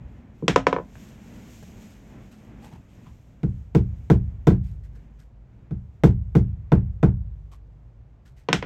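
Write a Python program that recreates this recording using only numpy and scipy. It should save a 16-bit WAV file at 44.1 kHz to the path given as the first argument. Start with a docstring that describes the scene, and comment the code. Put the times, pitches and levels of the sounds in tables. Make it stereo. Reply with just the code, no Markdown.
"""A vinyl plank is seated on the plywood floor of a van, close by, over a faint rumble of traffic.
The floor rings low at the start; a small mallet lands with a boom, bounces and rocks to rest.
A car passes outside while a sleeve and hands brush the plank and shifting weight thuds softly.
Two runs of mallet blows follow: floor and cabin boom, the plank slaps the plywood and its joint cracks.
Hands rub it between and after the runs, and at last the mallet is put down again."""
import sys
import numpy as np
from scipy import signal
from scipy.fft import rfft, irfft, next_fast_len
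from scipy.io import wavfile
from scipy.ndimage import uniform_filter1d

SR = 44100
rng = np.random.default_rng(int(sys.argv[2]) if len(sys.argv) > 2 else 0)


def digitize_waveform(pressure):
    """Quantize a signal to 16-bit integers and store it at the path in sys.argv[1].

    Rows of a 2-D input are taken as channels; values are limited to [-1, 1].
    """
    field = np.atleast_2d(pressure).T
    bounded = np.clip(field, -1, 1)
    quanta = np.round(bounded * 32767).astype(np.int16)
    wavfile.write(sys.argv[1], SR, quanta)


N = 381465
AGE = np.arange(2 ** 16) / SR  # seconds since a sound began

# Modes of plank, floor and cabin together. Each row: frequency in Hz, level in dB, t60 in seconds.
VAN_MODES = [(40, -18.5, 0.494), (51.8, -29.5, 2.4), (60.4, -34.5, 0.826), (68.3, -19.5, 1),
             (76.7, -17, 0.69), (87.3, -30, 0.72), (97.8, -24.5, 1.2), (120, -43, 1.583),
             (109.48, -13.5, 0.55), (128.8, 0.5, 0.133), (125.36, -10, 0.412), (149, -37, 1.7),
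             (165, 1.5, 0.083), (184.1, -13.5, 0.4), (204.6, -11, 0.215), (274.5, -39, 0.14),
             (235.4, -21.5, 0.27), (274.5, -23, 0.276), (320.6, -13, 0.144), (349, -32, 0.151),
             (369.8, -19, 0.178), (406, -26.5, 0.23), (432.3, -18, 0.13), (468, -17, 0.127),
             (563, -32.5, 0.114)]
# Low floor booms: the floor ringing at the start, booming as the mallet lands, and soft thuds of
# shifting weight. Each row: start in seconds, level in dB, cut-off in Hz.
FLOOR_BOOMS = [(0.0, -14.5, 55), (0.48, -8, 49.93), (1.621, -31, 203.7), (2.72, -30.5, 200),
               (3.06, -28, 110.7), (8.25, -32.5, 70.1), (8.53, -12, 55)]
# Spectra of a car and of far traffic. Each row: frequency in Hz, spectral density in dB.
ROAD_SPECTRUM = [(60, -23), (90, -10.5), (150, -9), (215, -1.5), (350, -17.5), (810, -25.5), (1200, -31),
                 (2300, -29), (3200, -33), (4600, -38.5), (6900, -31.5), (8700, -38.5), (12000, -34),
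                 (15500, -47)]
RUMBLE_SPECTRUM = [(22, -22.5), (35, -10.5), (55, 0), (80, -10), (115, -3), (215, -26), (330, -27.5),
                   (480, -30), (800, -35), (1200, -41), (4000, -56.5), (15500, -70.5)]
# The mallet put down and nudged. Each row: start in seconds, floor thud in dB, knock in dB,
# contact cut-off in Hz, clack in dB.
MALLET_LANDINGS = [(0.4238, -11, -22, 520, -55), (0.4806, -5, -7, 9000, -7.5),
                   (0.56, -15, 2.5, 4990, -14.5), (0.9545, -44, -41, 895, -39),
                   (8.4868, -12, -9.5, 1810, -17.5), (8.5290, -7.5, -17, 6950, -7),
                   (8.6253, -22, -18.5, 1360, -21)]
# Modes of the loose mallet on the plank. Each row: frequency in Hz, level in dB, t60 in seconds.
MALLET_MODES = [(173, -30.5, 0.22), (304, -23.5, 0.065), (393, -7.5, 0.03), (539, 1, 0.035),
                (550.5, -8, 0.064), (722, -24.5, 0.12), (1001, -1.5, 0.025), (1010.6, -21.5, .12),
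                (1270, -28, .14), (1290, 2.5, .004), (1715, -20.5, 0.028), (2320, -11, 0.015),
                (2320, -28.5, 0.053), (2570, -31, 0.05), (3230, -21.5, 0.018), (1495, -27, .09),
                (266.6, -24, .28), (479, -16, 0.1), (1780, -27, 0.077), (2230, -30, 0.055)]
# Impact spectra of plank, mallet and joint. Each row: frequency in Hz, spectral density in dB.
SLAP_SPECTRUM = [(350, -18.5), (520, 7.5), (760, 1), (1050, -3), (1240, -9.5), (1450, -5), (1750, -12),
                 (2100, -13.5), (3000, -24), (5000, -42.5), (9000, -72.5)]
CLACK_SPECTRUM = [(300, -14), (700, 2.5), (1050, -4.5), (1500, 2.5), (2500, -0.5), (3400, -2.5),
                  (4500, -12), (5500, -8.5), (7000, -12), (9000, -20), (12300, -26.5), (15500, -42)]
CRACK_SPECTRUM = [(1200, -19), (2000, 6.5), (3000, 2.5), (4200, -1), (6500, -3.5), (8500, -6),
                  (12000, -8.5), (15500, -10)]
# A hand on the plank. 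Each row: start in seconds, length in seconds, rub in dB, bright scuff in dB.
HAND_STROKES = [(1.626, 0.012, -46, -58), (2.31, 0.046, -62.5, -59.5), (2.619, 0.082, -54, -59),
                (2.714, 0.054, -55, -63), (3.056, 0.044, -57.5, -73), (4.627, .1, -72, -65),
                (4.831, .04, -69, -69), (4.946, .041, -66.5, -71.5), (5.185, 0.052, -66, -65.5),
                (7.513, 0.039, -58, -61.5), (8.251, 0.05, -66, -64.5), (8.361, 0.064, -70, -66.5)]
# Spectrum of a rub. Each row: multiple of its pitch, spectral density in dB.
RUB_SPECTRUM = [(.25, -10), (0.649, 2), (1, 13), (1.5, -6), (2.999, -5.5), (8, -32.5)]
# Spectrum of a scuff. Each row: frequency in Hz, spectral density in dB.
SCUFF_SPECTRUM = [(800, -10), (2500, 0), (4500, -4.5), (7500, -3.5), (12000, -1.5), (15500, -21)]
# Seating blows. Each row: start in seconds, force in dB, hollow ring in dB, flatness in dB.
# A flat hit slaps more; an edge hit cracks more.
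BLOWS = [(3.4319, -9, -14.5, -1), (3.7490, -3, -6, -1), (4.1004, -1, -7, 0), (4.4706, -0.5, -4, 0),
         (4.5035, -11, 5, 9), (5.709, -14.5, -9, 0.5), (6.0359, 0.5, -6.5, -1), (6.352, -1.5, -18, -4),
         (6.7191, -1.5, -15, 2), (7.0290, -1.7, -15, 1)]
# Bending modes of the plank alone. Each row: frequency in Hz, level in dB, t60 in seconds.
BENDING_MODES = [(608, -5, 0.073), (698, -3.5, 0.097), (768.5, -8, 0.082), (840, -14.5, 0.13),
                 (902, -8.5, 0.084), (892, 2.5, 0.038), (997, -14, 0.09), (1097, -14.5, 0.074),
                 (1336, -3.5, 0.045), (1453, -8.5, 0.048), (1529, -6.5, 0.04), (1608, -24, 0.13),
                 (1917, -12.5, 0.033), (2137, -15, 0.036), (2450, -20, 0.048), (3570, -16, 0.026)]
# Dips of the microphone ports. Each row: centre in Hz, width in Hz.
PORT_NOTCHES = [(10200, 4000), (13900, 1800)]


def undb(db):
    """Amplitude ratio of a level in dB."""
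    return 10 ** (np.asarray(db) / 20)


def fade(t60):
    """Damping: exponential decay by 60 dB in t60 seconds."""
    return np.exp(-np.log(1000) * AGE / t60)


def cut(x, hz, kind="low", order=2):
    """Butterworth low- or high-pass."""
    return signal.sosfilt(signal.butter(order, min(hz, SR / 2 - 1000), kind, fs=SR, output="sos"), x)


def noise(spectrum, size):
    """Random phases under a given spectrum sum to noise, here of rms 1."""
    hz, db = np.transpose(spectrum)
    bins_hz = np.maximum(np.arange(size // 2 + 1) * SR / size, 1)
    magnitude = undb(np.interp(np.log(bins_hz), np.log(hz), db))
    x = irfft(magnitude * np.exp(2j * np.pi * rng.random(len(bins_hz))), size)
    return x / x.std()


def diffuse(spectrum, size, side_db):
    """A diffuse field: stereo noise whose long waves are alike on both sides."""
    side = cut(noise(spectrum, size), 300, "high", order=1)
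    return noise(spectrum, size) + undb(side_db) * side * np.array([[1], [-1]])


def waver(rate_hz):
    """Slow modulation: random steps, smoothed twice, with a spread near 1."""
    hold = int(SR / rate_hz)
    steps = np.repeat(rng.standard_normal(N // hold + 1), hold)
    return 1.3 * uniform_filter1d(uniform_filter1d(steps, hold), hold)[:N]


def add(out, start_s, sound):
    """Superposition: a sound adds to those already present."""
    i = int(start_s * SR)
    out[:, i:i + sound.shape[-1]] += sound[..., :N - i]


def ring(modes, swell_cycles, side_db):
    """Damped modes of alternating sign build up as the wave spreads, out of phase left and right."""
    out = 0
    for k, (hz, db, t60) in enumerate(modes):
        lead = undb(side_db) * min(hz / 500, 1) * (-1) ** (k // 2) * np.array([[1], [-1]])
        swell = 1 - np.exp(-AGE * hz / swell_cycles)
        out = out + (-1) ** k * undb(db) * np.sin(2 * np.pi * hz * AGE + lead) * swell * fade(t60)
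    return out


def burst(spectrum, direct_t60, cabin_db, cabin_t60, side_db):
    """Dense, heavily damped modes merge into noise: direct sound, then the cabin's reverberation."""
    direct = noise(spectrum, len(AGE)) * fade(direct_t60) * (1 - np.exp(-AGE / 0.0001))
    cabin = diffuse(spectrum, len(AGE), side_db) * fade(cabin_t60) * (1 - np.exp(-AGE / 0.0058))
    return direct + undb(cabin_db) * cabin


def floor_booms():
    """Free vibration of the floor's lowest modes is heard as booms and soft thuds."""
    out = np.zeros((2, N))
    floor = ring(VAN_MODES, swell_cycles=2.2, side_db=-11.5)
    for start, db, cutoff_hz in FLOOR_BOOMS:
        add(out, start, undb(db) * cut(floor, cutoff_hz))
    return out


def far_traffic():
    """Distant vehicles merge into a steady, diffuse rumble."""
    return undb(-49.5) * diffuse(RUMBLE_SPECTRUM, N, side_db=-5.5)


def passing_car(nearest_s=1.42, nearest_m=8.2, speed_m_s=12, shadow_ends_s=0.88, waver_db=2.4):
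    """Spherical spreading sets the level; hiss fades faster, and the van shadows it on the approach."""
    t = np.arange(N) / SR
    spreading_db = 20 * np.log10(nearest_m / np.hypot(nearest_m, speed_m_s * (t - nearest_s)))
    shadow = 0.5 - 0.5 * np.tanh((t - shadow_ends_s) / 0.12)
    hiss_db = -2.5 + 0.5 * spreading_db - 9 * shadow
    road = diffuse(ROAD_SPECTRUM, N, side_db=-7)
    roar = cut(cut(road, 2200)[:, ::-1], 3400)[:, ::-1]  # forwards and backwards, so the rest is hiss
    hiss = undb(hiss_db + waver_db * waver(14)) * (road - roar)
    return undb(-45 + spreading_db) * (undb(waver_db * waver(7.1)) * roar + hiss)


def slap():
    """The plank's impact on the plywood radiates a short midrange burst."""
    return burst(SLAP_SPECTRUM, direct_t60=0.022, cabin_db=-9.5, cabin_t60=0.18, side_db=-7.5)


def mallet_bounces():
    """The loose mallet knocks, clacks and rings the floor's upper modes; shorter contact is brighter."""
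    out = np.zeros((2, N))
    floor = cut(ring(VAN_MODES, swell_cycles=1, side_db=-13), 190, "high") * fade(0.9)
    knock = ring(MALLET_MODES, swell_cycles=1, side_db=-12) + undb(-17) * slap()
    for start, thud_db, knock_db, contact_hz, clack_db in MALLET_LANDINGS + rocking():
        clack = burst(CLACK_SPECTRUM, direct_t60=0.023, cabin_db=-13, cabin_t60=0.16, side_db=-9.5)
        add(out, start, cut(undb(thud_db) * floor + undb(knock_db) * knock, contact_hz))
        add(out, start, undb(clack_db) * cut(clack, 2 * contact_hz))
    return out


def rocking(start=0.668, first_flight_s=0.0596, restitution=0.6, count=5):
    """Each inelastic bounce keeps a share of its speed, so landings come sooner, softer and duller."""
    landings = []
    for speed in restitution ** np.arange(count):
        speed_db = 20 * np.log10(speed)
        thud_db, knock_db, clack_db = -17 + speed_db, 1.16 * speed_db, -17.5 + 2 * speed_db
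        contact_hz = 4000 * speed ** 0.72
        landings.append((start, thud_db, knock_db, contact_hz, clack_db))
        start += first_flight_s * speed
    return landings


def sleeve_strokes(from_s=0.98, to_s=3.2, mean_length_s=0.091, rub_db=-74.5, count=8):
    """Friction of the sleeve comes in uneven strokes, whose scuff fades as the arm comes to rest."""
    strokes = []
    for k, (late, stretch) in enumerate(rng.random((count, 2))):
        elapsed = (k + late) / count * (to_s - from_s)
        scuff_db = -62 - 4.5 * elapsed
        strokes.append((from_s + elapsed, mean_length_s * (0.5 + stretch), rub_db, scuff_db))
    return strokes


def rubbing(middling_db=-57.5, middling_hz=1025, db_per_octave=12.5, grain_db=2.8):
    """Stick-slip friction of skin and cloth makes grainy noise; a firmer rub has a lower pitch."""
    out = np.zeros((2, N))
    age = AGE[:2 ** 14]
    for start, length, rub_db, scuff_db in HAND_STROKES + sleeve_strokes():
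        pitch_hz = middling_hz * 2 ** ((middling_db - rub_db) / db_per_octave)
        stroke = 3 * age / length * np.exp(1 - 3 * age / length)
        catches = np.repeat(rng.standard_normal(len(age)), 90)[:len(age)]  # a new grip every 2 ms
        rub = diffuse(np.array(RUB_SPECTRUM) * [pitch_hz, 1], len(age), side_db=-8)
        scuff = diffuse(SCUFF_SPECTRUM, len(age), side_db=-23.5)
        add(out, start, stroke * undb(grain_db * catches) * (undb(rub_db) * rub + undb(scuff_db) * scuff))
    return out


def seating_blows(stiffening_db_per_octave=6.5, hop_s=0.0063, hop_db=-4):
    """Rubber stiffens under load, so a harder blow is brighter; slap and crack outgrow the boom."""
    out = np.zeros((2, N))
    floor = ring(VAN_MODES, swell_cycles=0.81, side_db=-7.5)
    # Where the plank lies hollow, the modes above 295 Hz answer at once and louder.
    hollow = ring([mode for mode in VAN_MODES if mode[0] > 295], swell_cycles=0.13, side_db=-18.5)
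    plank = ring(BENDING_MODES, swell_cycles=6.2, side_db=-8.5) + undb(-5.5) * slap()
    for start, force_db, hollow_db, flat_db in BLOWS:
        travel_db = force_db + 0.27 * hollow_db  # a hollow spot gives way further
        contact_hz = 1300 * 2 ** (travel_db / stiffening_db_per_octave)
        slap_db = -14 + 2.03 * force_db + flat_db
        crack_db = -25.5 + 1.98 * travel_db - flat_db
        add(out, start, undb(force_db) * cut(floor + undb(hollow_db) * hollow, contact_hz))
        add(out, start, undb(slap_db) * (plank + undb(-4.5) * slap()))
        add(out, start, undb(crack_db) * crack())
        add(out, start + hop_s, undb(crack_db + hop_db) * crack())  # the plank hops and lands again
    return out


def crack():
    """The interlocking joint snaps; so brief an impulse reaches far into the treble."""
    return burst(CRACK_SPECTRUM, direct_t60=0.018, cabin_db=-8.5, cabin_t60=0.15, side_db=-19)


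def scene():
    """Sound pressures from inside and outside the van add linearly."""
    return seating_blows() + mallet_bounces() + floor_booms() + rubbing() + passing_car() + far_traffic()


def record(dry, right_lag_s=1.3e-5, ceiling=0.95, top_hz=16000):
    """Two close microphone ports notch the treble; saturation rounds the peaks; a low-pass cuts the top."""
    size = next_fast_len(N + SR)
    delay = np.exp(-2j * np.pi * right_lag_s * np.arange(size // 2 + 1) * SR / size)
    ports = np.array([dry[0], irfft(rfft(dry[1], size) * delay, size)[:N]])
    for hz, width_hz in PORT_NOTCHES:
        ports = signal.lfilter(*signal.iirnotch(hz, hz / width_hz, fs=SR), ports)
    rounded = ports / (1 + (ports / ceiling) ** 6) ** (1 / 6)
    return signal.sosfilt(signal.ellip(8, 0.2, 70, top_hz, fs=SR, output="sos"), rounded)


dry = scene()
out = record(dry)
digitize_waveform(out)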